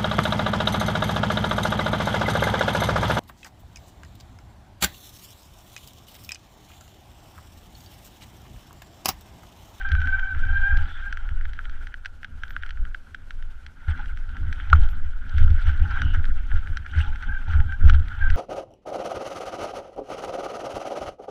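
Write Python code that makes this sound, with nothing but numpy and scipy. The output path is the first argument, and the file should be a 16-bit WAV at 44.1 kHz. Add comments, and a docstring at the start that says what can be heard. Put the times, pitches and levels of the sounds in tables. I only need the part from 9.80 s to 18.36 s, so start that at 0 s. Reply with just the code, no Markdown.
"""A mountain bike rides down a stony path and shakes a camera in a sealed plastic case. Sway and wind pump the
case in the deep bass, and each jolt rings its springy mount: shaped noise and resonances. Tyre grit is lumpy
noise and tiny clicks, stone knocks are blows with chatter, both heard through the case wall. The brake squeals
in wavering harmonics. Thin squeaks, scrapes, a brief ring of the case after the hardest knock, rough hoots and
a faint hiss lie behind."""
import sys
import numpy as np
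from scipy import signal
from scipy.fft import rfft, irfft, next_fast_len
from scipy.io import wavfile
from scipy.ndimage import uniform_filter1d, map_coordinates

SR = 44100
rng = np.random.default_rng(int(sys.argv[2]) if len(sys.argv) > 2 else 0)


def generate_wav(sig):
    """Save sig (samples, or channels by samples) to the path in sys.argv[1] as 16-bit PCM at SR."""
    pcm = np.round(np.clip(np.atleast_2d(sig).T, -1, 1) * 32767).astype(np.int16)
    wavfile.write(sys.argv[1], SR, pcm)


N = 377496  # length in samples


def amp(db):
    """Turn decibels into a plain multiplier."""
    return 10 ** (np.asarray(db) / 20)


def unit(x):
    """Scale a signal to rms 1."""
    return x / np.sqrt(np.mean(x ** 2) + 1e-20)


def along(points, hz):
    """Read a (f/Hz, level/dB) table on a log frequency axis; outside it is almost silent."""
    f, level_db = np.transpose(points)
    return np.interp(np.log(hz + 1), np.log(f + 1), level_db, left=-120, right=-120)


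def curves(rows):
    """One value per sample for each column after the time."""
    s, *columns = np.transpose(rows)
    return [np.interp(np.arange(N) / SR, s, column) for column in columns]


def wobble(rate):
    """A smooth random curve through this many random points a second."""
    points = rng.standard_normal(int(N * rate / SR) + 4)
    return map_coordinates(points, [np.arange(N) * rate / SR])


def bell(s, length):
    """A smooth swell and fade around time s; length is the time from the peak down to 1/e."""
    return np.exp(-((np.arange(N) / SR - s) / length) ** 2)


def filtered(x, response):
    """Multiply the spectrum of x by a response, which may be complex."""
    m = next_fast_len(N + SR // 2)
    return irfft(rfft(x, m) * response(np.fft.rfftfreq(m, 1 / SR)), m)[..., :N]


def resonance(f, hz, width):
    """Response of a damped spring: it passes f near hz best, with gain 1 at the peak."""
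    return 1j * f * width / (hz ** 2 - f * f + 1j * f * width)


def noise(spectrum):
    """Coloured noise of rms 1."""
    return unit(filtered(rng.standard_normal(N), lambda hz: amp(along(spectrum, hz))))


def cut_above(hz, edge, power):
    """Falling level in dB above the edge."""
    return -10 * np.log10(1 + (hz / edge) ** power)


def cut_below(hz, edge, power):
    """Falling level in dB below the edge."""
    return -10 * np.log10(1 + (edge / (hz + 1)) ** power)


def impulse(db_of, size=4096):
    """The answer to one click with this colour: energy 1, nothing before the click (minimum phase)."""
    cepstrum = irfft(np.log(amp(db_of(np.fft.rfftfreq(size, 1 / SR))) + 1e-6))
    # fold the backward half onto the forward half
    cepstrum[1:size // 2] *= 2
    cepstrum[size // 2 + 1:] = 0
    h = irfft(np.exp(rfft(cepstrum)))[:size // 2]
    return h / np.linalg.norm(h)


def patchy(x, depth_db, bins, frames):
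    """Random gain in patches of time and frequency."""
    z = signal.stft(x, nperseg=256)[2]
    field = uniform_filter1d(rng.standard_normal(z.shape), size=bins, axis=0)
    field = uniform_filter1d(field, size=frames, axis=1)
    return signal.istft(z * amp(depth_db * unit(field)), nperseg=256)[1][:N]


# colour of the case's sway and of the wind buffet: f/Hz, level/dB (relative)
SWAY_COLOUR = [(2, -25), (4, -2.5), (20, 6), (35, -9.5), (55, -8.5), (120, -60)]
BUFFET_COLOUR = [(70, -37.5), (120, -0.5), (180, -5), (255, -5), (400, -23.5), (650, -33.5), (1000, -48.5)]
# the trail under the wheels between jolts: t/s, sway level/dB, grit level/dB
TRAIL_LEVELS = [(0, -25.5, -41.5), (.55, -25.5, -45), (.8, -20, -39.5), (1.12, -28.5, -42),
                (1.6, -26.5, -50.5), (1.9, -29, -46.5), (2.35, -32.5, -61), (2.86, -26.5, -48.5),
                (3.15, -35, -60.5), (3.75, -30.5, -55), (3.95, -36.5, -57), (4.15, -24.5, -45.5),
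                (4.5, -24.5, -51), (4.85, -25, -42.5), (5.35, -24, -51), (5.65, -25.5, -48),
                (6.2, -21, -37.5), (6.5, -19, -46.5), (7.05, -30, -47), (7.35, -30.5, -43),
                (8.05, -25.5, -48), (8.56, -17.5, -41)]
CALM_SHAKE_DB = -16.5  # the mount's shaking relative to the sway, between jolts
SWAY_T60_S, SHAKE_T60_S = 0.44, 0.52  # time to die away by 60 dB


def shaking():
    """Sway, wind buffet, the ringing mount, and a dull thud of the frame at each jolt."""
    calm_db = curves(TRAIL_LEVELS)[0]
    sway_db = heave(column=2, t60=SWAY_T60_S, calm_db=calm_db)
    shake_db = heave(column=3, t60=SHAKE_T60_S, calm_db=calm_db + CALM_SHAKE_DB)
    sway = amp(sway_db + 3.88 * wobble(3.6)) * noise(SWAY_COLOUR)
    shake = amp(shake_db) * unit(mount(amp(2.5 * wobble(14)) * rng.standard_normal(N)))
    # buffet rises by fewer dB than the sway and shaking
    buffet_db = 0.4 * shake_db + 0.25 * sway_db - 34.0 + 3.8 * wobble(22)
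    buffet = amp(buffet_db) * noise(BUFFET_COLOUR)
    blows = np.zeros(N)
    for s, db, *_ in JOLT_LEVELS:
        blows[round(s * SR)] = amp(db)
    # the frame answers each jolt with a dull rattling thud
    t = np.arange(SR // 8) / SR
    fading = amp(-60 * t / 0.084)
    rattle = signal.fftconvolve(blows, fading)[:N] * rng.standard_normal(N)
    thud = filtered(rattle, lambda f: resonance(f, 250, 150) / (1 + 1j * f / 500) ** 2)
    return sway + shake + buffet + amp(48) * mount(blows) + amp(-9) * thud


# wheel jolts: t/s, blow level/dB (before the mount), level/dB of the sway and of the shake that follow
JOLT_LEVELS = [(0.124, -17, -19, -19), (0.557, -17.5, -41, -25), (0.653, -18.5, -25, -30),
               (0.915, -19, -11, -22), (1.51, -18, -21, -50), (3.006, -36, -17, -40.5),
               (4.076, -9.5, -20, -41), (4.614, -19, -23.5, -21.5), (4.925, -2, -25, -18),
               (4.987, -8, -10.5, -24), (5.537, -18.5, -17, -20.5), (5.615, -9.5, -10, -14),
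               (5.697, -8, -14.5, -28), (5.868, -26, -29, -21), (6.003, -36, -10, -17.5),
               (6.225, -20, -32, -15.5), (6.37, -9, -25, -34), (6.732, -13, -14, -33),
               (6.892, -14.5, -27, -29.5), (7.155, -12, -16, -23), (7.279, -21, -13.5, -29.5),
               (7.487, -23, -11.5, -55), (7.673, -16, -16.5, -24.5), (7.768, -23, -14, -15),
               (8.037, -1.5, -5.5, -18.5), (8.129, -16.5, -8.5, -19.5), (8.406, -21, -16, -43),
               (8.471, -13, -12.5, -18)]
# the heave peaks LAG after the blow; it is 10 dB lower RISE before its peak
HEAVE_LAG_S, HEAVE_RISE_S = 0.033, 0.053


def heave(column, t60, calm_db):
    """Level in dB: each jolt swells quickly and dies away over the calm level."""
    t = np.arange(N) / SR
    power = amp(2 * calm_db)
    for row in JOLT_LEVELS:
        late = t - row[0] - HEAVE_LAG_S
        drop_db = np.where(late < 0, 10 * (late / HEAVE_RISE_S) ** 2, 60 * late / t60)
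        power = power + amp(2 * (row[column] - drop_db).clip(-120))
    return 10 * np.log10(power)


MOUNT_HZ, MOUNT_WIDTH_HZ = 74, 12.5


def mount(x):
    """The springy mount: a resonance, and two stages that stop following fast shaking."""
    def response(f):
        follow = 90 ** 2 / (90 ** 2 - f * f + 1j * f * 70)
        return resonance(f, MOUNT_HZ, MOUNT_WIDTH_HZ) * follow ** 2
    return filtered(x, response)


# the tyre crushes a heap of stones: t/s, length/s, grit boost level/dB
CRUNCH_TIMES = [(4.098, 0.022, 9.5), (4.207, 0.021, 5), (4.96, 0.014, 9), (5.039, 0.024, 6.5),
                (5.608, 0.094, 8), (5.811, 0.024, 9), (5.888, 0.033, 9.5), (6.109, 0.013, 6),
                (6.347, 0.01, 9.5), (6.761, 0.031, 8.5), (7.196, 0.057, 11.5), (7.289, 0.021, 4.5),
                (7.433, 0.009, 6.5), (7.726, 0.045, 9.5), (8.051, 0.018, 6.5), (8.095, 0.033, 13.5),
                (8.144, 0.012, 8.5)]
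# what the case wall lets through: f/Hz, level/dB (relative)
CASE_WALL = [(400, -29), (620, -23.5), (833, -9.5), (960, -17), (1140, -16), (1380, 2.5), (1520, 3.5),
             (1790, -10), (2670, -20), (3130, -15.5), (4180, -31.5), (5200, -40), (5900, -36.5),
             (7000, -55.5), (7900, -46.5), (11000, -74), (15600, -68.5)]


def grit():
    """Tyres on gravel: a lumpy rush with clumps of small stones in it, all through the case wall."""
    grit_db = curves(TRAIL_LEVELS)[1]
    draw = rng.random((3, N))
    crush_db = sum(db * bell(s, length) for s, length, db in CRUNCH_TIMES)
    clumps = amp(1.8 * wobble(25) + 1.9 * crush_db)
    size = amp(np.minimum(-4.5 * np.log(draw[1] + 1e-9), 9)) * np.sign(draw[2] - .5)
    hits = draw[0] < 350 * clumps / SR  # about 350 a second, times the clumps
    stones = np.diff(hits * size, prepend=0)  # hard contacts are bright
    rush = amp(1.8 * wobble(35)) * rng.standard_normal(N)
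    wall = impulse(lambda hz: along(CASE_WALL, hz))
    # every crunch has its own colour
    crunch = unit(signal.fftconvolve(patchy(rush, 3.3, bins=5, frames=7), wall)[:N])
    rattle = unit(signal.fftconvolve(patchy(stones, 5.7, bins=8, frames=3), wall)[:N])
    mix = unit(crunch + 0.3 * rattle)
    # crushed stones are brighter than rolled ones
    bite = filtered(crunch, lambda hz: np.exp(-((hz - 5300) / 1200) ** 2))
    return amp(grit_db + crush_db) * (mix + (amp(0.12 * crush_db) - 1) * bite)


# stone and mount knocks: t/s, strength level/dB, brightness level/dB (both rescaled for each part)
KNOCK_TIMES = [(0.013, -31.5, -14), (0.023, -33, -15), (0.0892, -33, -3), (0.118, -24, -4),
               (0.1512, -22.5, -16), (0.204, -34, -6), (0.217, -25.5, -12), (0.256, -37.5, 1),
               (0.2725, -23, -15), (0.304, -33, -18.5), (0.395, -25, -15), (0.548, -30, -20),
               (0.592, -37.5, -3), (0.652, -33.5, -10), (0.972, -28.5, 0.5), (1.3261, -22.5, -7),
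               (1.372, -25.5, -12), (1.49, -29.5, -14), (1.611, -32.5, -15), (1.654, -29.5, -13),
               (1.7334, -32, -5.5), (1.7903, -25, -26), (1.8544, -32, -13), (1.896, -33.5, -8),
               (2.0703, -30.5, -8), (2.141, -26.5, -13), (2.249, -34.5, -4), (2.2581, -22.5, -3.5),
               (2.431, -29, -15), (2.4456, -25, -11), (2.6348, -22, -11.5), (2.681, -45, 2),
               (2.7062, -31, -7), (2.7643, -22, -20), (2.825, -35, -5), (2.834, -23.5, -22),
               (2.863, -37, -1.5), (2.892, -34, -2.5), (2.907, -30, -4.5), (2.973, -37, -22),
               (3.052, -34.5, -10), (3.146, -24, -15.5), (3.346, -25.5, -10), (3.507, -30.5, -3.5),
               (3.625, -37.5, -3.5), (3.8642, -33.5, -0.5), (4.0837, -32, -14), (4.176, -38, -6),
               (4.1933, -32.5, -27), (4.2586, -36.5, -6), (4.373, -35, -8), (4.4918, -41, -3),
               (4.568, -31, -10), (4.727, -24, -6), (4.8, -27, -31), (4.901, -29, -5.5), (4.929, -9.5, -25),
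               (5.0165, -45, 7), (5.089, -42, 1), (5.495, -44.5, 7), (5.582, -25, -7.5),
               (5.704, -37.5, 0.5), (5.8694, -32, -6), (5.997, -39, -1), (6.218, -19, -7.5),
               (6.443, -27.5, -18), (6.454, -29.5, -6), (6.716, -25.5, -45), (6.873, -28.5, -17),
               (6.9709, -23.5, -3), (7.0632, -27.5, -13), (7.3581, -31, -7.5), (7.425, -32.5, -5),
               (7.8026, -27.5, -13), (7.9226, -29, -12), (8.097, -17.5, -5.5), (8.197, -38.5, -4),
               (8.2832, -33, -4.5), (8.502, -21, -7.5)]


def knocks():
    """Each knock is a blow and brief chatter; low, middle and bright parts of the wall answer apart."""
    t = np.arange(SR // 20) / SR
    dull, mid, bright, panel = np.zeros((4, N + len(t)))
    strength_db = np.transpose(KNOCK_TIMES)[1][:, None]
    t60 = 0.022 * amp(0.15 * (strength_db + 29.0))  # hard blows chatter longer
    bursts = 0.055 * rng.standard_normal((len(KNOCK_TIMES), len(t))) * amp(-60 * t / t60)
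    bursts[:, 0] = 1  # the blow itself
    for (s, db, bright_db), burst in zip(KNOCK_TIMES, bursts):
        here = slice(round(s * SR), round(s * SR) + len(t))
        dull[here] += amp(0.77 * db + 7.5) * burst
        mid[here] += amp(db + 0.25 * bright_db + 7.5) * burst
        # the treble is mostly chatter
        bright[here] += amp(db + bright_db + 17.5) * np.clip(burst, -0.3, 0.3)
        # the wall itself swings up, slower and lower after hard blows
        u = t / (0.0024 * amp(0.29 * db))
        swing = 2 * np.pi * min(1250.5 - 15 * db, 1680) * t
        modes = np.sin(swing) - 0.47 * np.cos(rng.normal(0.873, 0.05) * swing)  # two modes beat
        panel[here] += amp(1.838 * db + 25.5) * u * np.exp(-u) * modes

    def low_db(hz):
        bump = 7 * np.exp(-((hz - 1900) / 300) ** 2)
        return along(CASE_WALL, hz) + bump + cut_above(hz, 2400, 8) + cut_below(hz, 1100, 4)

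    def middle_db(hz):
        return along(CASE_WALL, hz) + cut_below(hz, 2700, 12) + cut_above(hz, 3800, 6)

    def high_db(hz):
        return 1.186 * along(CASE_WALL, hz) + cut_below(hz, 4200, 10)

    parts = [(dull, low_db), (mid, middle_db), (bright, high_db)]
    answers = sum(signal.fftconvolve(blows, impulse(db_of)) for blows, db_of in parts)
    return panel[:N] + answers[:N]


# the brake pads grip: t/s, hold/s, grip level/dB (before the overtone levels)
PAD_GRIPS = [(0, 0.028, -33), (0.052, 0.082, -30.5), (0.153, 0.039, -31.5), (0.212, 0.07, -31),
             (0.277, 0.016, -26), (0.329, 0.019, -20), (0.384, 0.018, -29.5), (0.43, 0.095, -30),
             (0.634, 0.014, -28), (0.669, 0.074, -31), (0.758, 0.025, -24), (0.792, 0.035, -29),
             (0.839, 0.04, -21.5), (0.888, 0.018, -28.5), (0.911, 0.0094, -23.5), (0.943, 0.022, -29),
             (0.972, 0.043, -35.5), (1.235, 0.045, -34.5), (6.105, 0.075, -35), (7.497, 0.088, -35),
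             (7.898, 0.041, -34.5), (8.418, 0.058, -29.5)]
# overtones of the squeal: multiple of the pitch, level/dB, how far it follows the single grip
SQUEAL_OVERTONES = [(1, -23, 0.36), (2, 1.5, 1.18), (3, -24.5, 0.65), (4, -31.5, 0.5), (5, -41.5, 0.7)]
# middle pitch of the squeal: t/s, f/Hz
SQUEAL_HZ = [(0.06, 785), (0.33, 768), (0.63, 775), (0.8, 796), (1.2, 790), (6.1, 780), (8.4, 786)]
BITE_DB_PER_S, LET_GO_DB_PER_S = 804.5, 601.5  # how steeply a grip rises and falls
FIRM_DB, FLUTTER = -24.5, 0.59  # a grip weaker than this flutters, a firmer one sings cleanly


def brake():
    """Pads stick and slip on the rotor: a harmonic tone, clean when firm and fluttering when light."""
    t = np.arange(N) / SR
    grips = [db - BITE_DB_PER_S * (s - t).clip(0) - LET_GO_DB_PER_S * (t - s - hold).clip(0)
             for s, hold, db in PAD_GRIPS]
    grip_db = np.max(grips, axis=0)
    slow_db = 20 * np.log10(np.abs(uniform_filter1d(amp(grip_db), size=SR // 16)) + 1e-9)
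    loose = FLUTTER / (1 + amp(grip_db - FIRM_DB) ** 2)
    waver = 1 + 0.00498 * wobble(25) + 0.00784 * wobble(160)
    phase = 2 * np.pi * np.cumsum(curves(SQUEAL_HZ)[0] * waver) / SR
    squeal = np.zeros(N)
    for k, db, share in SQUEAL_OVERTONES:
        # each overtone chatters on its own, and mixes the single grip with the mean pressure
        level = amp(share * grip_db + (1 - share) * slow_db)
        chatter = amp(db + 2 * (k - 2) * wobble(14))
        flutter = 1 + loose * wobble(150)
        jitter = (0.32 * (k - 1) + 1.2 * loose) * wobble(70)
        squeal += chatter * level * flutter * np.sin(k * phase + jitter)
    return squeal


# thin squeaks: t/s, length/s, f/Hz, level/dB
SQUEAK_TIMES = [(2.707, 0.017, 12100, -61), (5.107, 0.016, 12160, -58)]


def squeaks():
    """Brief thin whistles with unsteady pitch and level, probably from the brake rotor."""
    t = np.arange(N) / SR
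    total = np.zeros(N)
    for s, length, hz, db in SQUEAK_TIMES:
        whistle = np.sin(2 * np.pi * hz * t + 1.3 * wobble(110))
        total += amp(db) * bell(s, length) * whistle * (1 + 0.76 * wobble(90))
    return total


# hoarse narrow scrapes, and at 4.95 s the case ringing after the hard knock: t/s, length/s, f/Hz, level/dB
SWELL_TIMES = [(1.14, 0.057, 3400, -52), (4.95, 0.0057, 1430, -29), (5.875, 0.011, 3060, -47),
               (6.285, 0.074, 2900, -46.5)]
SCRAPE_WIDTH_HZ = 320  # of each of two equal resonances in a row


def scrapes_and_ring():
    """Short swells of noise, each in its own narrow band: hoarse scrapes, and the case ringing on after the
    hard knock."""
    total = np.zeros(N)
    for s, length, hz, db in SWELL_TIMES:
        band = filtered(rng.standard_normal(N), lambda f: resonance(f, hz, SCRAPE_WIDTH_HZ) ** 2)
        total += amp(db) * bell(s, length) * unit(band)
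    return total


# a rough hoot comes and goes with the crunching, probably the frame: t/s, length/s, level/dB
HOOT_TIMES = [(1.012, 0.039, -53), (4.093, 0.011, -50), (4.204, 0.017, -49), (4.93, 0.017, -42),
              (5.04, 0.067, -53), (6.051, 0.038, -47.5), (7.278, 0.057, -45.5), (7.503, 0.056, -54),
              (7.687, 0.011, -43), (7.807, 0.029, -47), (8.1, 0.045, -54), (8.41, 0.056, -52.5)]
HOOT_HZ, HOOT_WIDTH_HZ = 840, 74  # of each of two equal resonances in a row


def hoots():
    """Noise in one narrow resonant band, swelling and fading."""
    swell = sum(amp(db) * bell(s, length) for s, length, db in HOOT_TIMES)
    band = filtered(rng.standard_normal(N), lambda f: resonance(f, HOOT_HZ, HOOT_WIDTH_HZ) ** 2)
    return swell * unit(band)


# colour of the background hiss: f/Hz, level/dB (relative)
HISS_COLOUR = [(300, 19.5), (3000, 7.5), (7500, -1), (9500, -4), (12000, -5.5), (13200, -15.5),
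               (14400, -6.5), (15600, -21.5)]


def hiss():
    """Faint coloured noise whose level wavers a little."""
    return amp(-64.5 + 2.37 * wobble(35)) * noise(HISS_COLOUR)


def scene():
    """All layers added up, as one channel."""
    ride = shaking() + grit() + knocks()
    return (ride + brake() + squeaks() + scrapes_and_ring() + hoots() + hiss())[None]


TOP_HZ = 15700  # nothing is kept from here up


def record(dry):
    """Soft clipping at full scale, then the band limit."""
    held = dry / (1 + np.abs(dry) ** 8) ** (1 / 8)
    return filtered(held, lambda hz: hz < TOP_HZ)


dry = scene()
out = record(dry)
generate_wav(out)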